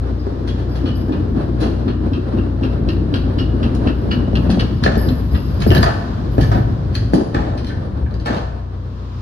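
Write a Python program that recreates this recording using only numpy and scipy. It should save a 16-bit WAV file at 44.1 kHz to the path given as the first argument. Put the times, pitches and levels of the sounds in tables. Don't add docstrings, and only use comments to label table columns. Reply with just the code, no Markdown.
import sys
import numpy as np
from scipy import signal
from scipy.fft import rfft, irfft, next_fast_len
from scipy.io import wavfile
from scipy.ndimage import map_coordinates

SR = 44100
rng = np.random.default_rng(int(sys.argv[2]) if len(sys.argv) > 2 else 0)


def to_wav(sig):
    pcm = np.clip(np.atleast_2d(sig), -1, 1) * 32767
    pcm = np.round(pcm).astype(np.int16)
    wavfile.write(sys.argv[1], SR, pcm.T)


N = 406161
T = np.arange(N) / SR


def amp(db):
    return 10 ** (np.asarray(db) / 20)


def unit(x):
    return x / np.sqrt(np.mean(x ** 2) + 1e-20)


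def in_time(rows):
    s, *columns = np.transpose(rows)
    return [np.interp(T, s, c) for c in columns]


def at_time(rows, s):
    return np.interp(s, *np.transpose(rows)[:2])


def at_hz(points, hz):
    f, value = np.transpose(points)
    return np.interp(np.log(np.maximum(hz, 1)), np.log(f), value)


def drift(rate):
    knots = rng.standard_normal(2000)
    places = np.arange(N // 100 + 2) * 100 * rate / SR
    curve = unit(map_coordinates(knots, [places], mode="wrap"))
    return curve[np.arange(N) // 100]


def swell(attack_s, hold_s, release_s):
    t = T[:SR]
    return np.minimum(t / attack_s, 1) * np.exp(-np.maximum(t - attack_s - hold_s, 0) / release_s)


def resonate(x, hz, width):
    r = np.exp(-np.pi * width / SR)
    zeros = np.array([1, 0, -1]) * (1 - r * r) / 2
    poles = [1, -2 * r * np.cos(2 * np.pi * hz / SR), r * r]
    return signal.lfilter(zeros, poles, x + 1e-18)


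def wandering(x, hz, width, wander):
    slow = signal.sosfilt(signal.butter(2, width, fs=SR, output="sos"), x)
    return unit(slow) * np.cos(2 * np.pi * hz * np.cumsum(1 + wander * drift(28)) / SR)


def shelf(x, hz, low_db, high_db):
    low = signal.lfilter(*signal.butter(1, hz, fs=SR), x)
    return amp(low_db) * low + amp(high_db) * (x - low)


def body(x, spectrum, modes=(), size=8192):
    cepstrum = irfft(np.log(amp(at_hz(spectrum, np.fft.rfftfreq(size, 1 / SR)))))
    cepstrum[1:size // 2] *= 2
    cepstrum[size // 2 + 1:] = 0
    knock = irfft(np.exp(rfft(cepstrum)))
    for hz, width, lift_db in modes:
        knock = knock + (amp(lift_db) - 1) * resonate(knock, hz, width)
    knock = knock / np.linalg.norm(knock)
    return signal.oaconvolve(np.atleast_2d(x), knock[None], axes=1)[:, :N]


# (frequency [Hz], side minus mid [dB])
FIELD_WIDTH = [(30, -18), (70, -20), (170, -12.5), (290, -8.5), (400, -6.5), (560, -1), (800, 3.5),
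               (1200, 1.5), (2000, -1.5), (4500, 1), (12000, 0)]


def diffuse(size=N):
    padded = next_fast_len(size, True)
    wide = amp(at_hz(FIELD_WIDTH, np.fft.rfftfreq(padded, 1 / SR)))
    mid, side = rfft(rng.standard_normal((2, padded)))
    pair = (mid + wide * side * [[1], [-1]]) / np.sqrt(1 + wide ** 2)
    return irfft(pair, padded)[:, :size]


def contact(chatter_s, snap, lead_s=0.0054, lead_db=-6, lumpy_db=2.5, hops_per_s=900, hop_db=1, size=8192):
    touch = size // 8
    t = (np.arange(size) - touch) / SR
    lumps = amp(lumpy_db * np.clip(rng.standard_normal(size // 64), -1.5, 1.5))
    scrape = amp(lead_db) * np.exp(-abs(t) / lead_s)
    chatter = np.exp(-abs(t) / max(chatter_s, .001))
    shape = np.where(t < 0, scrape, chatter)
    hops = unit((rng.random(size) < hops_per_s / SR) * rng.choice([-1, 1], size))
    grain = rng.standard_normal(size) + amp(hop_db) * hops
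    force = unit(grain * np.repeat(lumps, 64) * shape) * np.sqrt(np.mean(shape ** 2))
    force[touch] += snap
    return force


def add(track, s, sound, lead=1024):
    i = max(round(s * SR) - lead, 0)
    track[i:i + len(sound)] += sound[:N - i]


# (frequency [Hz], density [dB per Hz])
YARD_SPECTRUM = [(100, -28), (170, 10), (229, 10.5), (822, -10.5), (1030, -2.5), (2160, -25), (3360, -24.5),
                 (4440, -26.5), (4960, -28), (6800, -40), (9860, -56), (14300, -49)]
# (time [s], level relative to the air [dB])
YARD_HISS_LEVEL = [(0, 11), (3, 5.5), (6, 17.5), (8.0, 4), (8.7, 5.5), (9.21, 14.5)]


def yard(air_db=-40, hiss_hz=2800):
    air = unit(body(diffuse(), YARD_SPECTRUM))
    return amp(air_db) * shelf(air, hiss_hz, 0, at_time(YARD_HISS_LEVEL, T))


# (time [s], level [dB])
DRONE_LEVEL = [(0, -24), (3.5, -22), (5.75, -24), (5.92, -34), (6.25, -26.5), (7.08, -24), (7.22, -39),
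               (7.54, -27.5), (9.21, -29)]
# (multiple, relative level [dB])
FIRING_ORDERS = [(1, -18.5), (2, 0), (3, -3), (4, -6.5), (5, -16.5)]


def engine(firing_hz=30.04, waver_db=1.36, unsteady=0.00407):
    level, = in_time(DRONE_LEVEL)
    turn = 2 * np.pi * np.cumsum(firing_hz * (1 + unsteady * drift(4))) / SR
    orders = np.zeros(N)
    for k, db in FIRING_ORDERS:
        strength = amp(db + waver_db * drift(5.4))
        orders += strength * np.sin(k * turn + np.pi * k ** 2 / 2)
    return np.sqrt(2) * amp(level) * orders


# (frequency [Hz], decay time for 60 dB [s])
REVERBERATION_TIME = [(60, 1), (250, 0.29), (800, 1), (1700, 0.79), (4000, 0.69), (8000, 0.7),
                      (15000, 0.18)]


def trailer(x, build_s=0.0011, early_db=4, early_s=0.02, count=7):
    t, hz, centres = T[:SR], np.fft.rfftfreq(SR, 1 / SR), np.geomspace(60, 15000, 9)
    bands = np.array([at_hz(np.c_[centres, share], hz) for share in np.eye(len(centres))])
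    decays = np.exp(-np.log(1000) * t / at_hz(REVERBERATION_TIME, centres)[:, None])
    decays = decays * (1 - np.exp(-t / build_s)) * (1 + amp(early_db) * np.exp(-t / early_s))
    out = np.zeros((2, N + SR))
    for place in np.eye(count):
        near = np.interp(T, np.linspace(0, T[-1], count), place)
        tail = (irfft(rfft(diffuse(size=SR))[:, None] * bands, SR) * decays).sum(axis=1)
        echo = signal.fftconvolve((x * near)[:, near > 0], unit(tail) / np.sqrt(SR), axes=1)
        start = np.argmax(near > 0)
        out[:, start:start + echo.shape[1]] += echo
    return out[:, :N]


def passing(x, lag_ms):
    lag = lag_ms * SR / 1000
    return np.array([map_coordinates(x, [np.arange(N) - side * lag / 2], order=2) for side in (1, -1)])


# (time [s], relative level [dB], chatter [s], brightness [dB])
RATTLE_EVENTS = [(0.4762, -39.5, 0.014, -10.5), (.585, -49, .02, -8), (0.7548, -38, 0.015, 0),
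                 (1.605, -33.5, 0.026, 4), (3.75, -37, 0.0064, 13), (4.5014, -25, 0.015, 1.5),
                 (4.838, -21.5, 0.0057, -8), (5.604, -33, 0.0084, 7), (5.62, -23.5, 0.0034, 0),
                 (5.751, -23.5, 0.0056, 1), (5.8293, -26.5, 0.0021, 14), (5.858, -36, 0.017, 0),
                 (6.409, -28.5, 0.011, 2.5), (6.929, -50, .006, -6), (6.953, -23, 0.0011, 4),
                 (7.138, -34.5, 0.0096, 15.5), (7.577, -35.5, 0.0037, -3), (7.667, -38.5, 0.013, 1),
                 (8.142, -48, .005, -5), (8.206, -47, 0.0055, -4), (8.254, -38, 0.014, -2),
                 (8.329, -47, .004, -6), (8.366, -38, 0.0037, -9)]
# (frequency [Hz], relative level [dB])
LINK_COLOUR = [(700, -20.5), (1700, 9.5), (2200, -2), (3100, 5), (3600, 0), (4300, 5.5), (5500, -4.5),
               (6500, -9), (7800, -24), (9300, -10), (12000, -23), (15000, -26.5)]
# (frequency [Hz], width [Hz], lift [dB])
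LINK_RESONANCES = [(3300, 18, 2), (4040, 62, 3.4), (4470, 24, 2.7), (5050, 66, 3.5)]


def rattles(snap=5.8, gain_db=-3):
    force = np.zeros(N)
    for s, db, chatter_s, bright_db in RATTLE_EVENTS:
        add(force, s, amp(db) * shelf(contact(chatter_s, snap), 9600, -bright_db / 2, bright_db))
    return amp(gain_db) * body(force, LINK_COLOUR, LINK_RESONANCES)


# (time [s], relative level [dB], pitch [Hz], ring relative to the crack [dB], ring decay [s])
CLINK_EVENTS = [(0.488, -37, 3337, 3, 0.019), (0.498, -47, 3810, 5, 0.013), (0.873, -39, 2990, 4, .025),
                (0.89, -40, 3300, 1, 0.013), (1.632, -40, 3330, 2, .01), (1.611, -37, 4030, 0, .02),
                (4.6088, -25, 2910, 4, .006), (4.8378, -29, 4350, 14, 0.0065), (4.865, -27, 4100, -1, .005),
                (5.09, -28, 4240, -1, .006), (5.6215, -24, 4130, -7, 0.0053),
                (5.7046, -20.5, 2940, 8.5, .004), (5.718, -23, 2830, 7, .005), (5.749, -17, 2880, -1, .005),
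                (5.759, -34, 3060, 15, .005), (5.7686, -28.5, 3910, 7, 0.0075),
                (5.78, -31, 4360, 14.5, 0.0036), (5.829, -18.5, 4630, 4, .003),
                (6.953, -28, 4320, 2.5, 0.0066), (7.669, -36, 4230, -5, 0.0055),
                (7.646, -30, 4400, -13, .006), (8.1107, -45, 4160, -1, .005), (8.1415, -41, 4800, 4, .003),
                (8.2, -37, 4270, -3, .003), (8.2094, -42, 4900, 0, .003), (8.269, -29, 4300, -2, 0.0041)]


def clinks(crack_s=0.0014, snap=2.8):
    force, ring, t = np.zeros(N), np.zeros(N), T[:SR // 2]
    for s, db, hz, ring_db, ring_s in CLINK_EVENTS:
        add(force, s, amp(db) * contact(crack_s, snap, lead_db=-25))
        tone = np.sin(2 * np.pi * hz * t) * np.exp(-t / ring_s)
        add(ring, s, amp(db + ring_db) * tone, lead=0)
    return ring + body(force, LINK_COLOUR, LINK_RESONANCES)


# (time [s], relative level [dB], treble [dB], chatter [s], relative blade ring [dB])
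CLANK_EVENTS = [(4.8618, -6.5, 0, 0.0026, 4.5), (4.877, -12, 0, 0.0023, 3), (4.898, -21, 1, .003, -12),
                (4.92, -17, 0, 0.0069, -19), (4.955, -25, 9, 0.0091, -10), (4.94, -23, 1, 0.0034, -10),
                (5.621, -16, -9, 0.004, -6), (5.714, -9.5, -5, 0.012, -5), (5.749, -12.5, -3, 0.0055, 2),
                (5.7664, -22, -2, 0.0051, 14), (5.83, -7.5, 0, 0.0031, 2.5),
                (5.8616, -10.5, -18, 0.018, -6), (6.382, -14, -14, 0.0027, -11),
                (6.43, -29.5, 15.5, 0.012, 8.5), (6.516, -16.5, 2, 0.015, 0.5),
                (6.5455, -18.5, -7, 0.024, -3), (7.3459, -14, 4, 0.0045, -0.5),
                (7.3655, -17, -9, 0.003, -1), (7.378, -27, -2.5, 0.16, -14), (7.696, -34.5, -2, 0.028, 7),
                (8.0617, -32.5, -7, 0.0049, 7), (8.2595, -18, 7.5, 0.013, -4),
                (8.2762, -16.5, -1, 0.011, 2), (8.303, -18, 2, 0.015, -7), (8.329, -19.5, 1, 0.008, -5),
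                (8.345, -19.5, 3.5, 0.0072, -10), (8.364, -25, 1, 0.055, -10)]
# (frequency [Hz], relative level [dB])
FORK_COLOUR = [(120, -16), (300, 2.5), (620, 5.5), (800, 4.5), (1100, -2.5), (1300, -2), (1800, -14),
               (2150, -18.5), (2800, -15), (3400, -16), (4600, -20), (5700, -26), (8500, -38.5),
               (15000, -47)]
# (frequency [Hz], width [Hz], lift [dB])
FORK_RESONANCES = [(613, 120, 4.4), (2200, 45, 5.1), (3370, 35, 2.1), (4370, 60, 3), (4460, 36, 2.8)]
# (frequency [Hz], width [Hz], relative level [dB])
BLADE_MODES = [(890, 98, -4.5), (1130, 100, -15), (1385, 43, -8), (1533, 72, 0.5), (1728, 120, 4),
               (1806, 208, -1), (2310, 140, -13.5)]


def clanks(snap=6.9, square_snap=11.6, lead_db=-13, square_db=-4.0, gain_db=-2, ring_db=11):
    force, square = np.zeros(N), np.zeros(N)
    for s, db, treble_db, chatter_s, blade_db in CLANK_EVENTS:
        blow = contact(chatter_s, snap, lead_s=0.0043, lead_db=lead_db)
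        add(force, s, amp(db) * shelf(blow, 2800, 0, treble_db))
        square_blow = contact(chatter_s, square_snap, lead_s=0.0034, lead_db=lead_db)
        add(square, s, amp(db + blade_db + square_db) * square_blow)
    ring = np.zeros(N)
    for k, (hz, width, db) in enumerate(BLADE_MODES):
        ring += (-1) ** k * amp(db) * resonate(square, hz, width)
    return amp(gain_db) * body(force, FORK_COLOUR, FORK_RESONANCES) + amp(ring_db) * ring


# (frequency [Hz], width [Hz], relative level [dB])
RASP_BANDS = [(11650, 110, 5), (11550, 130, 0.5), (11900, 110, -3.5), (12200, 1100, 4.5), (14200, 200, -16)]
# (time [s], length [s], rasp level [dB], whistle relative to the rasp [dB])
RUB_EVENTS = [(0.184, 0.039, -73, 18), (0.69, 0.066, -63, 13), (0.948, 0.021, -53, 6),
              (4.974, 0.069, -40.5, -1), (5.12, 0.25, -60, -10), (5.31, 0.47, -58, 6),
              (5.665, 0.027, -39.5, -1), (5.728, .005, -44, -10), (6.314, 0.25, -56, -11)]


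def bearing(flutter_db=1.5, whistle_hz=4980, whistle_width=200, attack_s=0.004, release_s=0.06,
            running_db=-57, running_whistle_db=-49, turn_db=-44, turn_hold_s=.025, wander_db=5, stray=0.0072):
    load = at_time(FLOOR_DRIVE, T) + wander_db * drift(6.5)
    grip, squeal = amp(load + running_db), amp(load + running_whistle_db)
    for s, length, db, whistle_db in RUB_EVENTS:
        catch = amp(db) * swell(attack_s, length, release_s)
        add(grip, s, catch, lead=0)
        add(squeal, s, amp(whistle_db) * catch, lead=0)
    for s, db, *_ in TICK_EVENTS:
        add(grip, s, amp(db + turn_db) * swell(attack_s, turn_hold_s, release_s), lead=0)
    grain = unit(amp(flutter_db * drift(120)))
    rasp = sum(amp(db) * wandering(rng.standard_normal(N), hz, width, stray) for hz, width, db in RASP_BANDS)
    whistle = wandering(rng.standard_normal(N), whistle_hz, whistle_width, stray)
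    return grain * (grip * unit(rasp) + squeal * unit(whistle))


# (centre time [s], length [s], frequency [Hz], level [dB])
GROAN_EVENTS = [(2.853, 0.31, 136, -27), (2.942, 0.26, 326, -27.5), (4.395, 0.19, 159, -32),
                (4.516, 0.14, 179, -17), (5.345, 0.068, 66.5, -15.5), (6.305, 0.078, 55.2, -18),
                (6.631, 0.43, 109.3, -21.5), (7.027, 0.16, 109.3, -18), (8.02, 0.18, 72, -17.5)]


def groans(waver=0.01615):
    out, sway = np.zeros(N), np.cumsum(1 + waver * drift(11)) / SR
    for s, length, hz, db in GROAN_EVENTS:
        near = abs(T - s) < 2 * length
        envelope = np.exp(-(2 * (T[near] - s) / length) ** 2)
        out[near] += np.sqrt(2) * amp(db) * envelope * np.sin(2 * np.pi * hz * sway[near])
    return out


# (time [s], relative level [dB], ring pitch [Hz], scrape before [s], chatter after [s], treble [dB])
TICK_EVENTS = [(0.8571, -35.5, 2980, 0.0014, 0.032, 4), (1.123, -42, 2470, .005, .022, 2),
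               (1.379, -56, 2680, .005, 0.016, -4), (1.630, -39, 2820, 0.0034, .016, 5),
               (1.8814, -35.5, 2850, 0.0025, .015, -7.5), (2.134, -37, 2650, 0.0026, 0.025, 5),
               (2.388, -46.5, 2750, 0.008, 0.015, -9), (2.635, -29.5, 2730, 0.0039, 0.014, -1.5),
               (2.889, -25.5, 2750, 0.0039, 0.0066, 2), (3.141, -22, 2815, 0.0018, 0.0058, 5),
               (3.388, -27.5, 2870, .003, 0.023, 2), (3.632, -26.5, 2660, 0.0027, 0.013, 0),
               (3.874, -31, 2700, 0.0041, 0.015, -13.5), (4.115, -20, 2920, 0.0024, 0.015, -2.5),
               (4.355, -19.5, 2780, 0.0018, 0.0067, 1), (4.596, -21.5, 2890, 0.0017, 0.0087, 8),
               (4.8396, -25, 2870, .003, 0.0062, -6), (5.087, -28.5, 2660, .002, 0.0064, -1),
               (5.354, -33, 2730, 0.01, 0.0092, -7), (5.62, -31, 2850, 0.0058, .01, 0)]
# (frequency [Hz], relative level [dB])
WHEEL_COLOUR = [(300, -11.5), (800, -3.5), (1300, 5), (1800, 1), (2120, -13), (2750, 0.5), (3150, -1.5),
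                (3650, -7.5), (4300, -6), (5200, -11.5), (7200, -36), (8700, -33), (11000, -31),
                (15000, -61)]
# (multiple of the ring pitch, width [Hz], lift [dB])
WHEEL_MODES = [(.79, 40, 8.5), (1, 90, 8.5), (1.09, 90, -0.5), (1.165, 70, 2), (1.48, 220, 6),
               (1.61, 160, 1)]


def ticks(snap=7.9, low_ring_db=-15, low_follows=0.42, rebound_s=.014, rebound_db=-8):
    out = np.zeros(N)
    for s, db, pitch, scrape_s, chatter_s, treble_db in TICK_EVENTS:
        strike, rebound = (contact(chatter_s, snap, lead_s=scrape_s, lead_db=0, hops_per_s=500, hop_db=0)
                           for _ in range(2))
        delay = round(rebound_s * rng.uniform(.7, 1.6) * SR)
        force = strike + amp(rebound_db) * np.roll(rebound, delay)
        force = shelf(force, 1300, low_ring_db + low_follows * db, db)
        force = shelf(force, 4500, -treble_db / 2, treble_db)
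        modes = [(k * pitch, width, lift_db) for k, width, lift_db in WHEEL_MODES]
        add(out, s, body(force, WHEEL_COLOUR, modes)[0])
    return out[None]


# (time [s],
# relative level [dB], panel pitch [Hz], relative deep boom [dB], relative hard slap [dB])
FLOOR_BLOWS = [(.2675, -22, 397, -10, 6.5), (.322, -30, 231, -9, 7), (1.095, -23.5, 344, -17, 8),
               (1.348, -25, 307, -5, 3), (1.619, -13, 286, -10, -4.5), (2.336, -18.5, 239, -11, -4.5),
               (2.612, -24, 262, 1, 4.5), (2.882, -19, 301, -14, -1.5), (3.865, -19, 227, -9, -7.5),
               (4.281, -25, 254, -4, 6), (4.333, -18.5, 244, 11, 3), (4.496, -7, 222, -10, -2),
               (4.574, -24, 258, -1, 10), (4.863, -15.5, 217, 5, 5.5), (4.971, -11.5, 209, 1.5, 2),
               (5.593, -25.5, 226, -3, 6), (5.665, -8, 260, 3, 3), (5.712, -14, 364, 6.5, 6),
               (5.749, -9.5, 160, -1.5, -16), (5.789, -17, 164, 13.5, 3), (6.3816, -10, 296, 7.5, 3),
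               (6.418, -26, 167, 4, -10), (6.549, -20, 201, -9, -13), (7.1355, -7, 315, -17, 4.5),
               (7.156, -21, 249, -12, 7), (7.182, -14, 361, -7, 0.5), (7.212, -24, 293, -5, 14),
               (7.266, -22, 293, -12, 1), (7.349, -18.5, 348, 2, 2), (7.362, -20.5, 172, 9, -6),
               (7.552, -24.5, 234, -11, 6.5), (8.30, -14.5, 239, -12, -4), (8.364, -22.5, 202, -5, 1)]


def jolts(lead_s=.017, thump_db=8.5, deep_db=1, slap_db=-11):
    thumps = [(s - lead_s, at_time(FLOOR_DRIVE, s) + thump_db, at_time(FLOOR_PITCH, s), deep_db, slap_db)
              for s, *_ in TICK_EVENTS]
    return list(FLOOR_BLOWS) + thumps


# (frequency [Hz], relative level [dB])
SLAP_COLOUR = [(60, -14), (160, -13.5), (300, 7), (450, 5), (750, -4), (1000, -17.5), (1300, -32.5),
               (1750, -18), (2200, -52), (4500, -37.5), (8000, -50), (15000, -58.5)]


def thuds(slap_chatter_s=.009, slap_snap=22.0, swell_s=.0045, panel_db=2, overtone=2.385, overtone_db=-10,
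          overtone_s=0.0038, boom_hz=84, boom_s=0.023, boom_db=-6, slap_db=-8.5):
    force, flex, t = np.zeros(N), np.zeros(N), T[:SR // 2]
    for s, db, hz, deep_db, hard_db in jolts():
        add(force, s, amp(db + hard_db) * contact(slap_chatter_s, slap_snap, lead_db=-18.0))
        envelope = t / swell_s * np.exp(1 - t / swell_s)
        panel = amp(panel_db) * np.sin(2 * np.pi * hz * t) * envelope
        knock = amp(hard_db + overtone_db) * np.sin(2 * np.pi * overtone * hz * t) * np.exp(-t / overtone_s)
        deck = amp(deep_db + boom_db) * np.sin(2 * np.pi * boom_hz * t) * np.exp(-t / boom_s)
        add(flex, s, amp(db) * (panel + knock + deck), lead=0)
    blows = flex + amp(slap_db) * body(force, SLAP_COLOUR)
    return signal.sosfilt(signal.butter(2, 45, "high", fs=SR, output="sos"), blows)


def rocking(attack_s=0.0051, hold_s=0.046, settle_s=0.027):
    panels, deck, shape = np.zeros(N), np.zeros(N), swell(attack_s, hold_s, settle_s)
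    for s, db, hz, deep_db, hard_db in jolts():
        add(panels, s, (amp(db) * shape) ** 2, lead=0)
        add(deck, s, (amp(db + deep_db) * shape) ** 2, lead=0)
    return np.sqrt(panels), np.sqrt(deck)


# (time [s], panel rumble [dB], deep boom [dB])
FLOOR_DRIVE = [(0.0, -29, -30), (1.36, -23, -23.5), (2.46, -24.5, -29), (2.87, -23.5, -23),
               (4.46, -21, -22.5), (5.57, -27, -21.5), (5.72, -27, -13.5), (6.08, -27.5, -26.5),
               (6.54, -20.5, -15.5), (6.82, -30.5, -21), (7.39, -26.5, -24), (8.18, -33, -23.5),
               (8.59, -40, -34), (9.21, -45.5, -37.5)]
# (time [s], frequency [Hz])
FLOOR_PITCH = [(0, 293), (1.2, 270), (3.6, 264), (4.4, 220.5), (5.3, 217), (7.2, 245)]
# (frequency [Hz], width [Hz])
PANEL_MODES = [(135, 25), (160, 22), (190, 14), (229, 16.3), (258, 17), (298, 33), (340, 28.4), (395, 53),
               (470, 123), (560, 150)]
# (frequency [Hz], density [dB per Hz])
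BOOM_SPECTRUM = [(15, -34), (26, -23), (40, -14), (52, -1), (75, -3.5), (105, -1), (140, -4.5), (190, -16),
                 (300, -44), (600, -78.5)]
# (frequency [Hz], density [dB per Hz])
GRIT_SPECTRUM = [(150, -13), (350, 4.5), (550, 5), (800, -1.5), (1150, -6.5), (1700, -11.5), (2100, -22),
                 (2800, -24), (3300, -24.5), (4100, -22), (5200, -29.5), (7000, -45), (11000, -40),
                 (15000, -67)]


def rolling(reach_octaves=0.57, bumps_db=2.0, grain_db=0.5, grit_db=-19.0, grit_follows=0.55, patch_db=1.85,
            rock_boom_db=-11, rock_rumble_db=-9, rock_grit_db=-19):
    rumble, boom = in_time(FLOOR_DRIVE)
    pitch, = in_time(FLOOR_PITCH)
    rock, deep_rock = rocking()
    bumps = drift(45)
    shake = diffuse() * amp(bumps_db * bumps)
    shares = np.array([np.exp(-.5 * (np.log2(hz / pitch) / reach_octaves) ** 2) for hz, width in PANEL_MODES])
    shares /= np.linalg.norm(shares, axis=0)
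    panels = np.zeros((2, N))
    for k, (hz, width) in enumerate(PANEL_MODES):
        panels += (-1) ** k * shares[k] * unit(resonate(shake, hz, width))
    panels = unit(signal.sosfilt(signal.butter(2, [110, 750], "band", fs=SR, output="sos"), panels))
    deck = unit(body(diffuse(), BOOM_SPECTRUM))
    grit_level_db = bumps_db * bumps / 2 + grain_db * drift(105) + patch_db * drift(15)
    crunch = unit(body(diffuse() * amp(grit_level_db), GRIT_SPECTRUM))
    return (np.hypot(amp(boom), amp(rock_boom_db) * deep_rock) * deck
            + np.hypot(amp(rumble), amp(rock_rumble_db) * rock) * panels
            + np.hypot(amp(grit_follows * rumble + grit_db), amp(rock_grit_db) * rock) * crunch)


# (time [s], delay of the left side [ms])
LEFT_DELAY = [(0, 0.46), (1.7, 0.553), (2.2, 0.317), (3.8, 0.385), (4.3, 0.44), (4.7, -0.55), (9.2, -0.45)]
# (time [s], relative level [dB])
ECHO_SHARE = [(0, 1.5), (3.2, -3), (4.3, -6.5), (5.8, 0), (6.4, 0.5), (7.2, 1), (8.3, 1)]


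def scene():
    tick, clank, rattle, clink, thud, rub = ticks(), clanks(), rattles(), clinks(), thuds(), bearing()
    direct = passing((tick + clank + rattle + clink + thud)[0], at_time(LEFT_DELAY, T))
    direct_rub = amp(-1.0) * passing(rub, lag_ms=-.272)
    sent = (amp(2.5) * tick + amp(2.0) * clank + amp(7.5) * rattle
            + amp(-1.5) * clink + amp(-3.0) * thud + amp(-4.0) * rub)
    echo = trailer(amp(at_time(ECHO_SHARE, T)) * sent)
    return direct + direct_rub + echo + rolling() + groans() + engine() + yard()


# (frequency [Hz], left minus right [dB])
SIDE_BALANCE = [(60, 4), (110, 0.5), (200, 1.5), (370, 4.5), (670, -0.5), (1230, 1), (2260, 0.5),
                (4130, 1.5), (7560, -1), (13800, 1)]


def record(dry, ceiling=.9, cutoff_hz=14300):
    size = next_fast_len(N + SR, True)
    half_db = at_hz(SIDE_BALANCE, np.fft.rfftfreq(size, 1 / SR)) / 2
    tilt = amp(half_db * np.array([[1], [-1]]))
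    heard = irfft(rfft(dry, size) * tilt, size)[:, :N]
    rounded = heard / (1 + (heard / ceiling) ** 4) ** (1 / 4)
    return signal.sosfilt(signal.ellip(10, .1, 90, cutoff_hz, fs=SR, output="sos"), rounded)


dry = scene()
out = record(dry)
to_wav(out)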